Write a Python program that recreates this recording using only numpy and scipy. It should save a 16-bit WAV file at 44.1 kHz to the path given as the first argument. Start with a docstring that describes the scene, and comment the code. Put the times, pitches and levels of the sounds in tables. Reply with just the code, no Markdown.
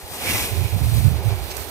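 """One scythe stroke through tall grass, heard from a stereo microphone on a breezy hillside.
The blade snaps hundreds of stalks, rings faintly with them and slides back over the stubble.
Nearer by, mostly to the right, dry grass rustles, stems crack and a foot shifts in the straw.
Gusts buffet the microphone, mostly its right port, over the far rush of the valley and a faint hum."""
import sys
import numpy as np
from scipy import signal
from scipy.fft import rfft, irfft
from scipy.io import wavfile
from scipy.ndimage import uniform_filter1d, map_coordinates

SR = 44100
rng = np.random.default_rng(int(sys.argv[2]) if len(sys.argv) > 2 else 0)


def generate_wav(sig):
    """Save sig (samples, or channels by samples) to the path in sys.argv[1] as 16-bit PCM at SR."""
    pcm = np.round(np.clip(np.atleast_2d(sig).T, -1, 1) * 32767).astype(np.int16)
    wavfile.write(sys.argv[1], SR, pcm)


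N = 74970
TIME = np.arange(N) / SR
BIN_HZ = np.fft.rfftfreq(N, 1 / SR)


def from_db(db):
    """Decibels to gain."""
    return 10 ** (np.asarray(db) / 20)


def rms_one(x):
    """Scale to unit power."""
    return x / np.sqrt(np.mean(x ** 2) + 1e-20)


def in_time(rows):
    """Each column of a curve at every sample."""
    times, *columns = np.transpose(rows)
    return [np.interp(TIME, times, column) for column in columns]


def per_bin(points):
    """A table over log frequency, read at every spectral bin."""
    hz, value = np.transpose(points)
    return np.interp(np.log(BIN_HZ + 1), np.log(hz), value)


def colour(x, spectrum):
    """Give a signal a smooth spectrum; unit power."""
    return rms_one(irfft(rfft(x) * from_db(per_bin(spectrum)), N))


def pan(db):
    """Left and right gains of constant power; positive dB is to the left."""
    gains = from_db(np.array([[.5], [-.5]]) * db)
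    return gains / np.sqrt(np.mean(gains ** 2, axis=0))


def drift(hz):
    """A random wander, mostly slower than hz; unit spread."""
    return rms_one(irfft(rfft(rng.standard_normal(N)) / (1 + (BIN_HZ / hz) ** 2), N))


def swell(s, width_s):
    """A bell-shaped rise and fall."""
    return np.exp(-.5 * ((TIME - s) / width_s) ** 2)


def grains(per_s, spread_db, hiss_db):
    """Tiny fractures of uneven size over the hiss of rubbing leaves; two unrelated signals."""
    sizes = from_db(spread_db * np.minimum(rng.exponential(1, N), 4))
    clicks = (rng.random(N) < per_s / SR) * sizes * rng.standard_normal((2, N))
    return rms_one(rms_one(clicks) + from_db(hiss_db) * rng.standard_normal((2, N)))


def resonate(x, hz, width_hz):
    """One resonance; unit power."""
    r = np.exp(-np.pi * width_hz / SR)
    return rms_one(signal.lfilter([1, 0, -1], [1, -2 * r * np.cos(2 * np.pi * hz / SR), r * r], x))


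# how alike the microphone's two ports hear airborne sound: f/Hz, likeness (0-1)
PORT_LIKENESS = [(60, 0.62), (300, 0.82), (600, 1), (1300, 0.32), (2000, 0.43), (2700, 0.34), (4400, 0.8),
                 (5800, 0.67), (7500, 0.17), (10000, 0.11), (12100, 0.36), (14500, 0.32)]
# how far the left port leads: f/Hz, phase/rad
LEFT_LEAD = [(300, 0.046), (700, 0.94), (1200, 0.91), (2000, 0.062), (3100, 3.4), (4400, 4.14),
             (5800, 5.44), (6600, 6.6), (9300, 14.8), (12100, 19.6), (13000, 17.3), (15500, 25.7)]

def at_ports(pair):
    """Two unrelated signals become left and right, as alike and out of step as the ports hear them."""
    alike = np.clip(per_bin(PORT_LIKENESS), 0, 1)
    mid, side = rfft(pair)
    sign = np.array([[1], [-1]])
    ports = np.sqrt((1 + alike) / 2) * mid + np.sqrt((1 - alike) / 2) * side * sign
    return irfft(ports * np.exp(.5j * sign * per_bin(LEFT_LEAD)), N)


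# spectrum of the valley from the hillside: f/Hz, level/dB
VALLEY_SPECTRUM = [(30, -30), (100, -2), (200, -27.5), (300, -6), (400, -2.5), (600, -5), (800, -5),
                   (1100, -10.5), (1700, -15), (4000, -18), (15000, -35)]
# its rise and fall: t/s, level/dB
VALLEY_LEVEL = [(0, -43), (.15, -40), (.6, -39), (1.0, -40.5), (1.18, -36), (1.26, -39), (1.305, -33),
                (1.36, -37.5), (1.7, -40.5)]

def valley():
    """Far off, a dull rush of air in the trees."""
    air = at_ports(rng.standard_normal((2, N)))
    return from_db(in_time(VALLEY_LEVEL)[0]) * colour(air, VALLEY_SPECTRUM)


# swells of the hum's lowest band: t/s, level/dB
HUM_LEVEL = [(0, -88), (.35, -41.5), (.55, -38.5), (1.0, -66), (1.19, -38.5), (1.45, -44), (1.6, -42),
             (1.7, -50)]
# faint steady bands above it: f/Hz, width/Hz, level/dB
HUM_BANDS = [(640, 35, -55), (727, 33, -51), (821, 23, -49), (972.5, 26, -57.5)]

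def hum():
    """A faint hum, dead centre: narrow, wavering bands of noise."""
    upper = sum(from_db(db) * resonate(rng.standard_normal(N), hz, width) for hz, width, db in HUM_BANDS)
    low = resonate(rng.standard_normal(N), hz=387, width_hz=52)
    return from_db(in_time(HUM_LEVEL)[0]) * low + upper


# wind on the exposed right port: t/s, level/dB
RIGHT_GUSTS = [(0, -61), (.04, -29.5), (.085, -51), (.12, -29), (.175, -52), (.22, -35), (.25, -43),
               (.275, -25), (.305, -35), (.355, -33), (.39, -40), (.425, -24.5), (.49, -34.5), (.52, -18.5),
               (.585, -16), (.66, -14.5), (.68, -32), (.712, -24), (.735, -14.5), (.81, -12), (.91, -15.5),
               (.98, -9.5), (1.025, -14.5), (1.066, -5), (1.11, -12.5), (1.19, -18), (1.24, -26.5),
               (1.26, -13), (1.32, -14), (1.375, -23.5), (1.41, -20), (1.46, -27.5), (1.55, -35),
               (1.605, -26.5), (1.64, -38), (1.7, -32)]
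# wind on the sheltered left port: t/s, level/dB
LEFT_GUSTS = [(0, -65), (.2, -53), (.35, -21.5), (.42, -41), (.75, -55), (.86, -25), (.95, -39),
              (1.06, -47), (1.35, -46), (1.5, -62), (1.7, -54)]
# the flow breaks off for an instant at both ports: t/s, depth/dB
LULLS = [(0.548, 9), (.632, 1), (0.79, 16), (.908, 4), (1.022, 3.5), (1.097, 12), (1.176, 8), (1.306, 11),
         (1.469, 8)]
# spectrum of eddies passing at EDDY_REFERENCE_HZ: f/Hz, level/dB
EDDY_SPECTRUM = [(20, -50), (35, -53), (50, -16), (70, -2), (112, -0.5), (140, -14.5), (175, -18.5),
                 (220, -29.5), (300, -35), (600, -67), (2000, -81)]
# how fast the eddies pass the ports: t/s, f/Hz
EDDY_RATE = [(0, 83.2), (.2, 74.8), (.34, 88.6), (.45, 68.7), (.54, 92.9), (.8, 93.54), (.97, 98.66),
             (1.065, 111.9), (1.17, 92.15), (1.28, 91.1), (1.4, 71.8), (1.6, 89.6), (1.7, 71)]
# spectrum of the fine turbulence: f/Hz, level/dB
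TURBULENCE_SPECTRUM = [(100, 2), (190, 1.5), (280, 3), (420, -14), (1000, -29.5), (3000, -62)]
EDDY_REFERENCE_HZ, EDDY_EVENNESS = 94.95, 0.7   # an evenness of 1 would level out the lumps
TURBULENCE_DB, TURBULENCE_GROWTH = -17.5, 1.63   # at a full-scale gust; dB per dB of wind

def buffet(gusts):
    """Eddies right on one port: a low flutter that breaks into finer turbulence in strong gusts."""
    level_db = in_time(gusts)[0] - sum(depth_db * swell(s, width_s=0.0055) for s, depth_db in LULLS)
    eddies = signal.hilbert(colour(rng.standard_normal(N), EDDY_SPECTRUM))
    strength = np.sqrt(uniform_filter1d(np.abs(eddies) ** 2, size=700))
    evened = rms_one(eddies.real / strength ** EDDY_EVENNESS)
    travel = np.cumsum(in_time(EDDY_RATE)[0] / EDDY_REFERENCE_HZ)
    flutter = map_coordinates(evened, [travel], order=1, mode="mirror")
    turbulence = colour(rng.standard_normal(N), TURBULENCE_SPECTRUM)
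    return from_db(level_db) * flutter + from_db(TURBULENCE_DB + TURBULENCE_GROWTH * level_db) * turbulence


# course of the nearby rustle: t/s, relative level/dB, left-right/dB
RUSTLE = [(0, -51.5, 5), (.09, -44.5, 2), (.14, -37.5, 6), (.2, -42.5, 0), (.45, -39.5, 6.5),
          (.575, -40.5, -11), (.63, -45, -14), (.71, -43.5, -3.5), (.82, -40, 0), (.97, -37, 1),
          (1.06, -40, 0), (1.14, -43.5, -5.5), (1.22, -49, -7), (1.25, -43, -5), (1.32, -44.5, -3),
          (1.41, -44.5, -5.5), (1.49, -42.5, -8), (1.7, -42.5, -11)]
# its balance between the ports: f/Hz, left-right/dB
RUSTLE_BALANCE = [(1000, -6), (3000, -6), (8000, 3), (11000, 1.5), (14000, -5)]
# spectrum of the nearby rustle as heard, with a dip near 7 kHz: f/Hz, level/dB
RUSTLE_SPECTRUM = [(150, 7), (600, 8), (1500, 0.5), (2400, 0.5), (4200, 5.5), (5500, 1), (7200, -0.5),
                   (8700, 6), (10200, 1.5), (12700, 4.5), (15200, 3), (15800, -1)]
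RUSTLE_GAIN_DB, RUSTLE_FLUTTER_DB = 6, 1

def dry_grass():
    """Near the microphone, tiny fractures in dry grass make a fine crackling rustle."""
    level_db, side_db = in_time(RUSTLE)
    crackle = at_ports(grains(per_s=1300, spread_db=4.5, hiss_db=9))
    crackle = irfft(rfft(crackle) * pan(per_bin(RUSTLE_BALANCE)), N)
    gain = from_db(RUSTLE_GAIN_DB + level_db + RUSTLE_FLUTTER_DB * drift(hz=24.8))
    return gain * pan(side_db) * colour(crackle, RUSTLE_SPECTRUM)


# single stems break: t/s, level/dB, left-right/dB
CRACKS = [(1.0432, -23.5, -7), (1.2361, -32, -8), (1.568, -18.5, -8), (1.5713, -23.5, -19)]
# spectrum of a crack: f/Hz, level/dB
CRACK_SPECTRUM = [(500, -7), (2500, -9), (4500, -2.5), (6000, -6), (9000, 0.5), (14000, 0)]

def stem_cracks(decay_s=0.0015):
    """Nearby on the right, each breaking stem is a bright burst that dies at once."""
    bursts = sum(from_db(db) * pan(side_db) * (TIME >= s) * np.exp(-np.abs(TIME - s) / decay_s)
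                 for s, db, side_db in CRACKS)
    return bursts * colour(rng.standard_normal((2, N)), CRACK_SPECTRUM)


# crunches underfoot: t/s, width/s, level/dB, left-right/dB, rasp f/Hz, rasp re straw/dB
CRUNCHES = [(1.515, 0.0096, -36.5, -4, 4200, 2.5), (1.548, 0.0076, -39.5, -3, 2227, -8),
            (1.582, 0.0035, -42, -10, 1564, 0), (1.61, 0.03, -36.5, -9, 4250, -10),
            (1.688, 0.014, -40.5, -12, 3546, -16)]
# spectrum of the crunches as heard: f/Hz, level/dB
STRAW_SPECTRUM = [(200, -4), (600, 5), (1600, 8.5), (2900, 7), (4200, -4.5), (6000, 4.5), (8300, 6.5),
                  (10300, 0), (13000, 11), (15500, -5)]
STRAW_LAG_S, STRAW_DIRECT = 0.00048, 0.81   # at the left port: delay; amplitude share arriving directly

def foot_in_straw():
    """Close by on the right, straw crackles under a shifting foot; each crunch rasps at its own pitch."""
    right, scattered = grains(per_s=2500, spread_db=1, hiss_db=7)
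    delayed = np.roll(right, round(STRAW_LAG_S * SR))
    left = STRAW_DIRECT * delayed + np.sqrt(1 - STRAW_DIRECT ** 2) * scattered
    straw = colour(np.array([left, right]), STRAW_SPECTRUM)
    out = 0
    for s, width_s, db, side_db, hz, rasp_db in CRUNCHES:
        rasp = from_db(rasp_db) * resonate(straw, hz, width_hz=820)
        out += from_db(db) * pan(side_db) * swell(s, width_s) * (straw + rasp)
    return out


# the blade drags over the stubble: t/s, level/dB
DRAG_LEVEL = [(0, -76), (.42, -43), (.54, -46), (.66, -41), (.75, -45), (.97, -43), (1.21, -49), (1.3, -42),
              (1.39, -46.5), (1.48, -48), (1.7, -57)]

def backswing():
    """Well to the right, the blade, damped by the stubble, scrapes softly on its way back."""
    scrape = resonate(rng.standard_normal((2, N)), hz=2404, width_hz=310)
    return from_db(in_time(DRAG_LEVEL)[0]) * pan(db=-13) * scrape


# tufts give way: t/s, width/s, level/dB, f/Hz
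THUDS = [(0.14, 0.018, -40.5, 850), (0.226, .012, -36.5, 950), (0.255, 0.012, -37.5, 396),
         (0.278, 0.012, -33, 760), (0.309, 0.017, -33.5, 223), (0.357, 0.01, -29.5, 720),
         (0.4, 0.014, -33.5, 850)]

def swath(width_oct=0.61):
    """The swath is pushed aside, each tuft with a soft thud at its own pitch."""
    octaves = np.log2(BIN_HZ + 1)
    noise = rfft(at_ports(rng.standard_normal((2, N))))
    out = 0
    for s, width_s, db, hz in THUDS:
        band = np.exp(-.5 * ((octaves - np.log2(hz)) / width_oct) ** 2)
        out += from_db(db) * swell(s, width_s) * rms_one(irfft(noise * band, N))
    return out


# the blade's ringing modes: f/Hz, width/Hz, relative level/dB
BLADE_MODES = [(1671, 24, -15), (2015, 22, -9), (2038, 12, -7), (2277, 36, 0.5), (2490, 82, 6),
               (2726, 42, -4), (2760, 49, -9), (5510, 20, -1), (5797, 22, -6), (9020, 18, -6),
               (9370, 20, -1), (12700, 18, -9)]
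BLADE_PAN_DB = -5   # right of centre

def blade_ring():
    """Scraping stalks keep the blade's modes ringing; unit power."""
    scrape = at_ports(rng.standard_normal((2, N)))
    return rms_one(sum(from_db(db) * resonate(scrape, hz, width) for hz, width, db in BLADE_MODES))


# tough stems strike: t/s, level before the envelope/dB, centre of the ringing modes f/Hz
KNOCKS = [(.264, -21.5, 2250), (.286, -26, 1820), (.308, -26, 2760), (.347, -27, 2110), (.398, -32, 2508)]

def blade_knocks(attack_s=0.0066, decay_s=0.018, width_oct=0.095):
    """Tough stems knock the passing edge; where each one hits decides which of the blade's modes sing."""
    mode_hz = np.array(BLADE_MODES)[:, :1]
    start_turns = rng.random((len(KNOCKS), len(BLADE_MODES), 1))
    out = 0
    for (s, db, centre_hz), turns in zip(KNOCKS, start_turns):
        age = np.maximum(TIME - s, 0)
        shares = np.exp(-.5 * (np.log2(mode_hz / centre_hz) / width_oct) ** 2)
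        modes = rms_one(np.sum(shares * np.sin(2 * np.pi * (mode_hz * age + turns)), axis=0))
        envelope = (1 - np.exp(-age / attack_s)) * np.exp(-age / decay_s)
        out += from_db(db) * envelope * modes
    return out * pan(BLADE_PAN_DB)


# force of the cut: t/s, relative level/dB
STROKE_FORCE = [(0, -47), (.06, -52), (.14, -42.5), (.19, -37), (.245, -31), (.297, -26.5), (.35, -26),
                (.44, -30), (.52, -39.5), (.68, -42), (.9, -66)]
# spectrum of snapping stalks: f/Hz, level/dB
STALK_SPECTRUM = [(60, 4), (200, 6), (400, 2), (800, 0), (1350, -2), (2200, 0.5), (3400, 3.5), (4400, -0.5),
                  (5700, -1.5), (7300, -1), (9100, 0.5), (10300, -1.5), (12300, 0.5), (15200, -2),
                  (15800, -11)]
CUT_GAIN_DB, RING_GAIN_DB, BITE_DB, CUT_FLUTTER_DB = 3, -4, -30, 1
TIP_LAG_S, TIP_CROSSOVER_HZ = 0.018, 6500

def scythe():
    """Stalks snap along the edge and shake the blade; their falling tops sizzle just after."""
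    force = from_db(in_time(STROKE_FORCE)[0] + CUT_FLUTTER_DB * drift(hz=32))
    fractures = at_ports(grains(per_s=3500, spread_db=1.5, hiss_db=1))
    snaps = colour(fractures, STALK_SPECTRUM)
    rasp = irfft(rfft(snaps) / (1 + (BIN_HZ / TIP_CROSSOVER_HZ) ** 2), N)
    sizzle = snaps - rasp
    cut = force * rasp + np.interp(TIME - TIP_LAG_S, TIME, force) * sizzle
    ring = from_db(RING_GAIN_DB) * force * blade_ring()
    grating = resonate(at_ports(rng.standard_normal((2, N))), hz=2030, width_hz=920)
    bite = from_db(BITE_DB) * swell(s=0.297, width_s=0.031) * grating   # the edge enters the grass
    return from_db(CUT_GAIN_DB) * cut + (ring + bite) * pan(BLADE_PAN_DB)


def scene():
    """The hillside from where the microphone stands: wind, mowing, nearby grass and the distance."""
    wind = np.array([buffet(LEFT_GUSTS), buffet(RIGHT_GUSTS)])
    mowing = scythe() + blade_knocks() + backswing() + swath()
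    nearby = dry_grass() + foot_in_straw() + stem_cracks()
    return valley() + hum() + wind + nearby + mowing


def record(dry, bass_cut_hz=47.4, top_cut_hz=15600):
    """The microphone drops the deepest bass; the top is cut steeply."""
    heard = signal.sosfilt(signal.butter(2, bass_cut_hz, "high", fs=SR, output="sos"), dry)
    return signal.sosfilt(signal.ellip(16, .1, 90, top_cut_hz, fs=SR, output="sos"), heard)


dry = scene()
out = record(dry)
generate_wav(out)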